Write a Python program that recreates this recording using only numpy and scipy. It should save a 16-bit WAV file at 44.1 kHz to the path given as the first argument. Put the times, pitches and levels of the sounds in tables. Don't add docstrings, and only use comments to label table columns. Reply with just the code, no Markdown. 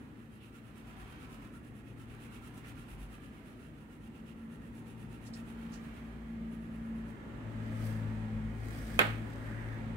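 import sys
import numpy as np
from scipy import signal
from scipy.fft import rfft, irfft, next_fast_len
from scipy.io import wavfile

SR = 44100
rng = np.random.default_rng(int(sys.argv[2]) if len(sys.argv) > 2 else 0)


def pcm_store(signal):
    levels = np.round(np.clip(np.atleast_2d(signal), -1, 1) * 32767)
    wavfile.write(sys.argv[1], SR, levels.astype(np.int16).T)


N = 439236
TIME = np.arange(N) / SR
RIPPLE_STEP_HZ, SHEET_STEP_HZ = 69.84, 261
COLOUR_CHANGES_PER_S = 9
CATCHES_PER_S = 370


def crayon(wax_db=2.5, crumb_db=-9.0, turn_speed=0.17, sharpness=0.82, tooth_db=0.86,
           ring_speed_follow=0.99, ring_force_follow=0.67, colour_db=2.5, rub_db=-0.86, rub_follow=0.1):
    # frequency in Hz, relative level in dB per Hz.
    wax_colour = [(1000, -1), (3100, 6.5), (4800, -4.5), (6800, -1.5), (8700, 3), (12300, -9.5),
                  (15000, -2.5)]
    # frequency in Hz, width in Hz, relative level in dB,
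    # left minus right in dB.
    tip_modes = [(1359, 55, 3, -6), (1824, 80, -0.5, -17), (2685, 250, 2.5, -13.5), (10220, 260, -5, 14),
                 (10810, 840, -6, 14)]
    # frequency in Hz, relative level in dB per Hz.
    rub_colour = [(750, 0), (1280, 3.5), (2100, -2.5), (2600, -1), (3200, -6.5), (4800, -17),
                  (13000, -22.5)]
    # time in seconds, level in dB before the rub_db trim.
    pressure = [(.3, -67), (.7, -64), (1.0, -55.5), (1.45, -57.5), (1.65, -76.5), (1.93, -79), (2.1, -59.5),
                (2.7, -59.5), (3.5, -61.5), (3.8, -72), (5.2, -76), (5.6, -59), (6.0, -58.5), (6.3, -69)]

    s, stroke_db = strokes()
    stroke = np.interp(TIME, np.r_[0, s, 2 * s[-1] - s[-2]], np.arange(-1, len(s) + 1))
    swing = np.abs(np.cos(np.pi * stroke)) ** (2 * sharpness)
    speed = turn_speed + (1 - turn_speed) * swing
    on_paper = np.clip(2 * (len(s) - .3 - stroke), 0, 1)
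    usual_db = np.median(stroke_db)
    force = from_db(np.interp(TIME, s, stroke_db) - usual_db)
    tooth = from_db(tooth_db * drift(rate=240))

    wax = from_db(wax_db) * moving(wax_colour, ripple_db=2.5, rate=COLOUR_CHANGES_PER_S,
                                   step_hz=SHEET_STEP_HZ)
    crumb_gain = from_db(crumb_db + colour_db * drift(COLOUR_CHANGES_PER_S))
    rasp = force * speed * (wax + crumb_gain * crumbs(speed))

    ring = 0
    for hz, width_hz, db, side_db in tip_modes:
        gain = from_db(db + colour_db * drift(COLOUR_CHANGES_PER_S))
        ring = ring + gain * pan(side_db) * resonant_noise(hz, width_hz)
    ring = force ** ring_force_follow * speed ** ring_speed_follow * ring

    rub_gain = from_db(in_time(pressure)[0] + rub_db) * speed ** rub_follow
    rub = rub_gain * moving(rub_colour, ripple_db=6.5, rate=5)
    return on_paper * tooth * (from_db(usual_db) * (rasp + ring) + rub)


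def strokes():
    # first stroke in seconds,
    # last stroke in seconds, number of strokes.
    bouts = [(.232, 1.891, 16), (2.012, 3.479, 14), (3.635, 3.815, 2), (3.932, 5.5, 14), (5.63, 6.085, 5),
             (6.32, 6.43, 2), (6.535, 7.093, 6)]
    levels_db = [-80.5, -76.5, -74, -69, -74.5, -70, -70.5, -71, -73.5, -71, -67, -72, -69.5, -75.5, -72,
                 -75.5, -68.5, -71.5, -65.5, -66, -64.5, -68, -64.5, -67.5, -66, -67.5, -69, -71.5, -79,
                 -73, -72.5, -76, -72, -71.5, -74.5, -71.5, -79, -72, -76.5, -70.5, -69, -70, -69, -67,
                 -65.5, -67.5, -77, -68, -71, -72, -86, -85, -99, -71, -78, -77, -82, -78, -73.5]
    times = [np.linspace(first, last, count) for first, last, count in bouts]
    return np.concatenate(times), levels_db


def crumbs(speed, low_hz=3000, high_hz=14000, per_s=500, spread_db=3):
    sizes = from_db(spread_db * np.minimum(rng.exponential(1, N), 4)) * rng.choice([-1, 1], (2, N))
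    snaps = sizes * (rng.random(N) < per_s * speed / SR)
    band = signal.butter(1, [low_hz, high_hz], "band", fs=SR, output="sos")
    return rms_one(signal.sosfilt(band, snaps))


def scuffs(side_db=-5.0, catch_db=1.0):
    # peak time in seconds, rise in seconds, fall in seconds,
    # level in dB, centre in Hz, ratio of band edge to centre.
    skids = [(.44, 0.032, 0.01, -63, 2780, 1.22), (2.655, .015, .025, -56.5, 1800, 1.4),
             (5.274, 0.012, 0.0076, -58.5, 5200, 1.6), (5.3365, .001, 0.0095, -55, 4380, 1.1),
             (5.339, .0015, 0.0089, -55, 5250, 1.07), (5.342, 0.0055, 0.015, -60, 7600, 1.16),
             (5.742, 0.013, 0.015, -57.5, 5450, 1.34), (7.857, 0.003, 0.023, -58.5, 11500, 1.34)]
    out = np.zeros((2, N))
    for s, rise, fall, db, hz, ratio in skids:
        swell = np.exp(-np.where(TIME < s, ((TIME - s) / rise) ** 2, (TIME - s) / fall) / 2)
        out += from_db(db) * swell * band_noise(hz / ratio, hz * ratio, N)
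    return out * pan(side_db) * from_db(catch_db * drift(CATCHES_PER_S))


def slide(grain_db=1.9, hollow_hz=1780, hollow_width_hz=520, hollow_side_db=-4.0,
          attack_s=0.1, release_s=0.084):
    # frequency in Hz, relative level in dB per Hz.
    paper = [(1800, 0.5), (4800, 1.5), (6700, -4), (8700, 2), (10000, -4), (15000, -5.5)]
    # start in seconds, length in seconds,
    # hiss level in dB, hollow resonance level in dB.
    pushes = [(7.58, 0.68, -78.5, -64.5), (7.845, .04, -59, -68), (8.718, 0.35, -58, -59),
              (9.3, 0.16, -69.5, -67), (9.5, 0.27, -73, -54.5)]
    swish = moving(paper, ripple_db=3.3, rate=16, step_hz=SHEET_STEP_HZ)
    low_hz, high_hz = hollow_hz - hollow_width_hz / 2, hollow_hz + hollow_width_hz / 2
    hollow = pan(hollow_side_db) * band_noise(low_hz, high_hz, N)
    out = 0
    for s, length, hiss_db, hollow_db in pushes:
        before, after = np.minimum(TIME - s, 0), np.maximum(TIME - s - length, 0)
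        push = np.exp(before / attack_s - after / release_s)
        out = out + push * (from_db(hiss_db) * swish + from_db(hollow_db) * hollow)
    return out * from_db(grain_db * drift(CATCHES_PER_S))


def click(crack_db=-10.5, snap_db=-23.5, snap_s=0.001, room_db=-14.0,
          early_gain=0.85, early_s=0.011, build_s=0.0003, wall_s=0.0264, wall_gain=0.82,
          near_side_db=-14.5, shadow_hz=700, room_side_db=-3.0):
    # start in seconds, strength in dB.
    touches = [(8.9905, -22), (8.9914, 0)]
    # frequency in Hz, level in dB, time to fall by 60 dB in seconds.
    ring_modes = [(437, -33, 0.097), (582, -31, 0.21), (810, -31, 0.25), (1260, -34.5, 0.41),
                  (1495, -27.5, 0.24), (1593, -31, 0.3), (1863, -31, 0.25), (2500, -7.5, 0.018),
                  (3180, -14.5, 0.013), (7360, -47.5, 0.22), (11200, -45, 0.14), (11250, -19, 0.009)]
    t = np.arange(SR) / SR
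    swing = (t - .0005) / .00013
    after = np.maximum(t - .0005, 0)
    direct = from_db(crack_db) * swing * np.exp((1 - swing ** 2) / 2)
    for hz, db, t60 in ring_modes:
        direct = direct + from_db(db - 60 * after / t60) * np.sin(2 * np.pi * hz * after)
    snap = (after > 0) * np.exp(-after / snap_s) * rng.standard_normal(len(t))
    direct = direct + from_db(snap_db) * snap

    bass = signal.sosfilt(signal.butter(1, shadow_hz, fs=SR, output="sos"), direct)
    left, right = bass + (direct - bass) * pan(near_side_db)
    near = np.array([np.interp(t - .00016, t, left, left=0), right])

    early = early_gain * np.exp(-after / early_s)
    walls = wall_gain * np.exp(-((t - wall_s) / 0.0033) ** 2)
    scatter = (1 - np.exp(-after / build_s)) * (1 + early + walls)
    blow = near + from_db(room_db) * scatter * room_tail(t) * pan(room_side_db)
    out = 0
    for s, db in touches:
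        placed = [np.interp(TIME - s, t, port, left=0, right=0) for port in blow]
        out = out + from_db(db) * np.array(placed)
    return out


def room_tail(t):
    # frequency in Hz, relative level in dB per Hz,
    # time to fall by 60 dB in seconds.
    room = [(250, 1, 0.18), (483, 7.5, 0.29), (970, 0.5, 0.33), (1500, 3.5, 0.35), (2460, -1, 0.43),
            (3880, -10, 0.35), (5170, -27, 0.25), (15000, -23.5, 0.32)]
    edges = np.geomspace(180, 17000, 21)
    tail = 0
    for low, high in zip(edges, edges[1:]):
        db, t60 = at_hz(room, np.sqrt(low * high))
        band = np.sqrt((high - low) / SR) * band_noise(low, high, len(t))
        tail = tail + from_db(db - 60 * t / t60) * band
    return tail


def engine(third_db=-9.5, waver=0.0017, flutter_db=2.0):
    # time in seconds, firings per second.
    firing = [(0, 56), (2.2, 57.4), (4.0, 55.2), (4.7, 57.3), (5.6, 57), (6.9, 56.6), (8.3, 54.4),
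              (9.96, 56.3)]
    # time in seconds, level in dB.
    fundamental = [(3.9, -62.5), (5.7, -57), (6.2, -48), (7.56, -52.5), (8.9, -41.5), (9.3, -51),
                   (9.96, -49)]
    second_harmonic = [(1.55, -57.5), (2.0, -50), (4.55, -64.5), (4.85, -49), (5.9, -59.5), (7.3, -52),
                       (7.52, -40), (8.2, -35), (8.86, -45.5), (9.1, -34.5), (9.33, -43), (9.6, -36.5),
                       (9.96, -40)]
    fourth_harmonic = [(4.0, -62), (4.2, -49.5), (4.6, -46.5), (5.15, -53), (5.64, -42.5), (6.08, -50),
                       (6.35, -42), (7.02, -40), (7.2, -53.5), (7.75, -42), (8.4, -38.5), (8.72, -55.5),
                       (8.98, -39.5), (9.65, -58.5), (9.92, -38.5)]
    tables = (firing, fundamental, second_harmonic, fourth_harmonic)
    rate, first, second, fourth = [in_time(rows)[0] for rows in tables]
    phase = 2 * np.pi * np.cumsum(rate * (1 + waver * drift(rate=14))) / SR
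    levels = [first, second, fourth + third_db, fourth]
    sides_db = [1.5, 5.5, 3.0, 0.5]
    out = 0
    for k, (db, side_db) in enumerate(zip(levels, sides_db), start=1):
        tone = np.sin(k * phase + rng.uniform(0, 2 * np.pi))
        out = out + pan(side_db) * from_db(db + flutter_db * drift(rate=18)) * tone
    return out


def traffic(rumble_db=-49.5, rumble_follow=0.54, road_db=3.0, mode_db=-9.0, mode_follow=2.04,
            mode_hz=547, mode_width_hz=115, boom_low_hz=44, boom_high_hz=52):
    # frequency in Hz, relative level in dB per Hz.
    rumble_colour = [(45, -11.5), (70, -3.5), (85, -5.5), (129, -8.5), (147, 1), (183, -11), (200, -1.5),
                     (240, 0.5), (330, -8.5), (480, -15.5), (620, -24.5), (2000, -65)]
    road_colour = [(680, 0.5), (1300, 1.5), (1900, 0), (3600, -14), (5200, -24), (8200, -23),
                   (12000, -34.5)]
    # time in seconds, level in dB before the road_db trim.
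    rush_levels = [(0, -64), (.35, -71), (1.15, -65.5), (3.9, -67), (5.6, -61.5), (6.6, -62.5), (7.86, -55),
                   (8.55, -58), (8.9, -55.5), (9.55, -56), (9.96, -56)]
    # time in seconds, level in dB.
    boom_levels = [(.5, -77), (1.1, -53.5), (1.7, -66), (2.8, -57), (3.06, -46.5), (3.4, -66.5), (8.9, -55)]
    rush, boom = in_time(rush_levels)[0], in_time(boom_levels)[0]
    usual = rush.mean()
    louder_db = rush - usual
    rumble = from_db(rumble_db + rumble_follow * louder_db) * diffuse(rumble_colour)
    road = from_db(rush + road_db) * moving(road_colour, ripple_db=3.5, rate=2)
    stirred = band_noise(mode_hz - mode_width_hz / 2, mode_hz + mode_width_hz / 2, N)
    stirred = from_db(usual + mode_db + mode_follow * louder_db) * stirred
    deep = from_db(boom) * band_noise(boom_low_hz, boom_high_hz, N)[0]
    return rumble + road + deep + stirred


def hiss(level_db=-77):
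    # frequency in Hz, relative level in dB per Hz.
    hiss_colour = [(1800, 10), (5000, -9), (8400, -1), (15000, -2)]
    return from_db(level_db) * diffuse(hiss_colour)


def moving(rows, ripple_db, rate, step_hz=RIPPLE_STEP_HZ, count=5):
    shares = np.array([drift(rate) ** 2 for _ in range(count)])
    shares = shares / np.linalg.norm(shares, axis=0)
    return sum(share * diffuse(rows, ripple_db, step_hz) for share in shares)


def diffuse(rows, ripple_db=0.0, step_hz=RIPPLE_STEP_HZ, spacing_m=0.17, sharp_peaks=66):
    # frequency in Hz, left minus right in dB.
    port_balance = [(300, 0), (750, -0.5), (1300, -3), (2500, -7.5), (4300, -5), (7500, 3.5), (15000, 0)]
    size = next_fast_len(N)
    hz = np.maximum(np.fft.rfftfreq(size, 1 / SR), 1)
    level_db, side_db = at_hz(rows, hz)[0], at_hz(port_balance, hz)[0]
    peaks_hz = np.arange(400) * step_hz
    ripple = np.interp(hz, peaks_hz, rng.standard_normal(len(peaks_hz)))
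    level_db = level_db + ripple_db / (1 + (hz / step_hz / sharp_peaks) ** 2) * ripple
    alike = .96 * np.sinc(2 * hz * spacing_m / 343)
    mid, side = rfft(rng.standard_normal((2, size)))
    ports = np.sqrt(1 + alike) * mid + np.sqrt(1 - alike) * side * [[1], [-1]]
    skirt = np.minimum(hz / rows[0][0], 1) ** 2
    return rms_one(irfft(ports * from_db(level_db) * pan(side_db) * skirt, size)[:, :N])


def resonant_noise(hz, width_hz, wander=0.012):
    edges = [hz - width_hz / 2, hz + width_hz / 2]
    band = signal.butter(1, edges, "band", fs=SR, output="sos")
    ring = signal.sosfilt(band, rng.standard_normal((2, next_fast_len(N))))
    shift_hz = hz * wander * drift(COLOUR_CHANGES_PER_S)
    shift = np.exp(2j * np.pi * np.cumsum(shift_hz) / SR)
    return rms_one((signal.hilbert(ring)[:, :N] * shift).real)


def band_noise(low_hz, high_hz, size):
    band = signal.butter(2, [low_hz, high_hz], "band", fs=SR, output="sos")
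    return rms_one(signal.sosfilt(band, rng.standard_normal((2, size))))


def drift(rate):
    count = int(rate * N / SR) + 2
    values = rng.standard_normal(count)
    return rms_one(np.interp(np.linspace(0, count - 1, N), np.arange(count), values))


def pan(side_db):
    gains = from_db(np.array([[.5], [-.5]]) * side_db)
    return gains / np.sqrt(np.mean(gains ** 2, axis=0))


def in_time(rows):
    s, *columns = np.transpose(rows)
    return [np.interp(TIME, s, c) for c in columns]


def at_hz(rows, hz):
    points, *columns = np.transpose(rows)
    return [np.interp(np.log(hz), np.log(points), c) for c in columns]


def from_db(db):
    return 10 ** (np.asarray(db) / 20)


def rms_one(x):
    return x / np.sqrt(np.mean(x ** 2) + 1e-20)


def scene():
    return crayon() + scuffs() + slide() + click() + engine() + traffic() + hiss()


def record(dry, cutoff_hz=15750):
    rounded = .7 * np.tanh(dry / .7)
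    return signal.sosfilt(signal.ellip(12, .1, 70, cutoff_hz, fs=SR, output="sos"), rounded)


dry = scene()
out = record(dry)
pcm_store(out)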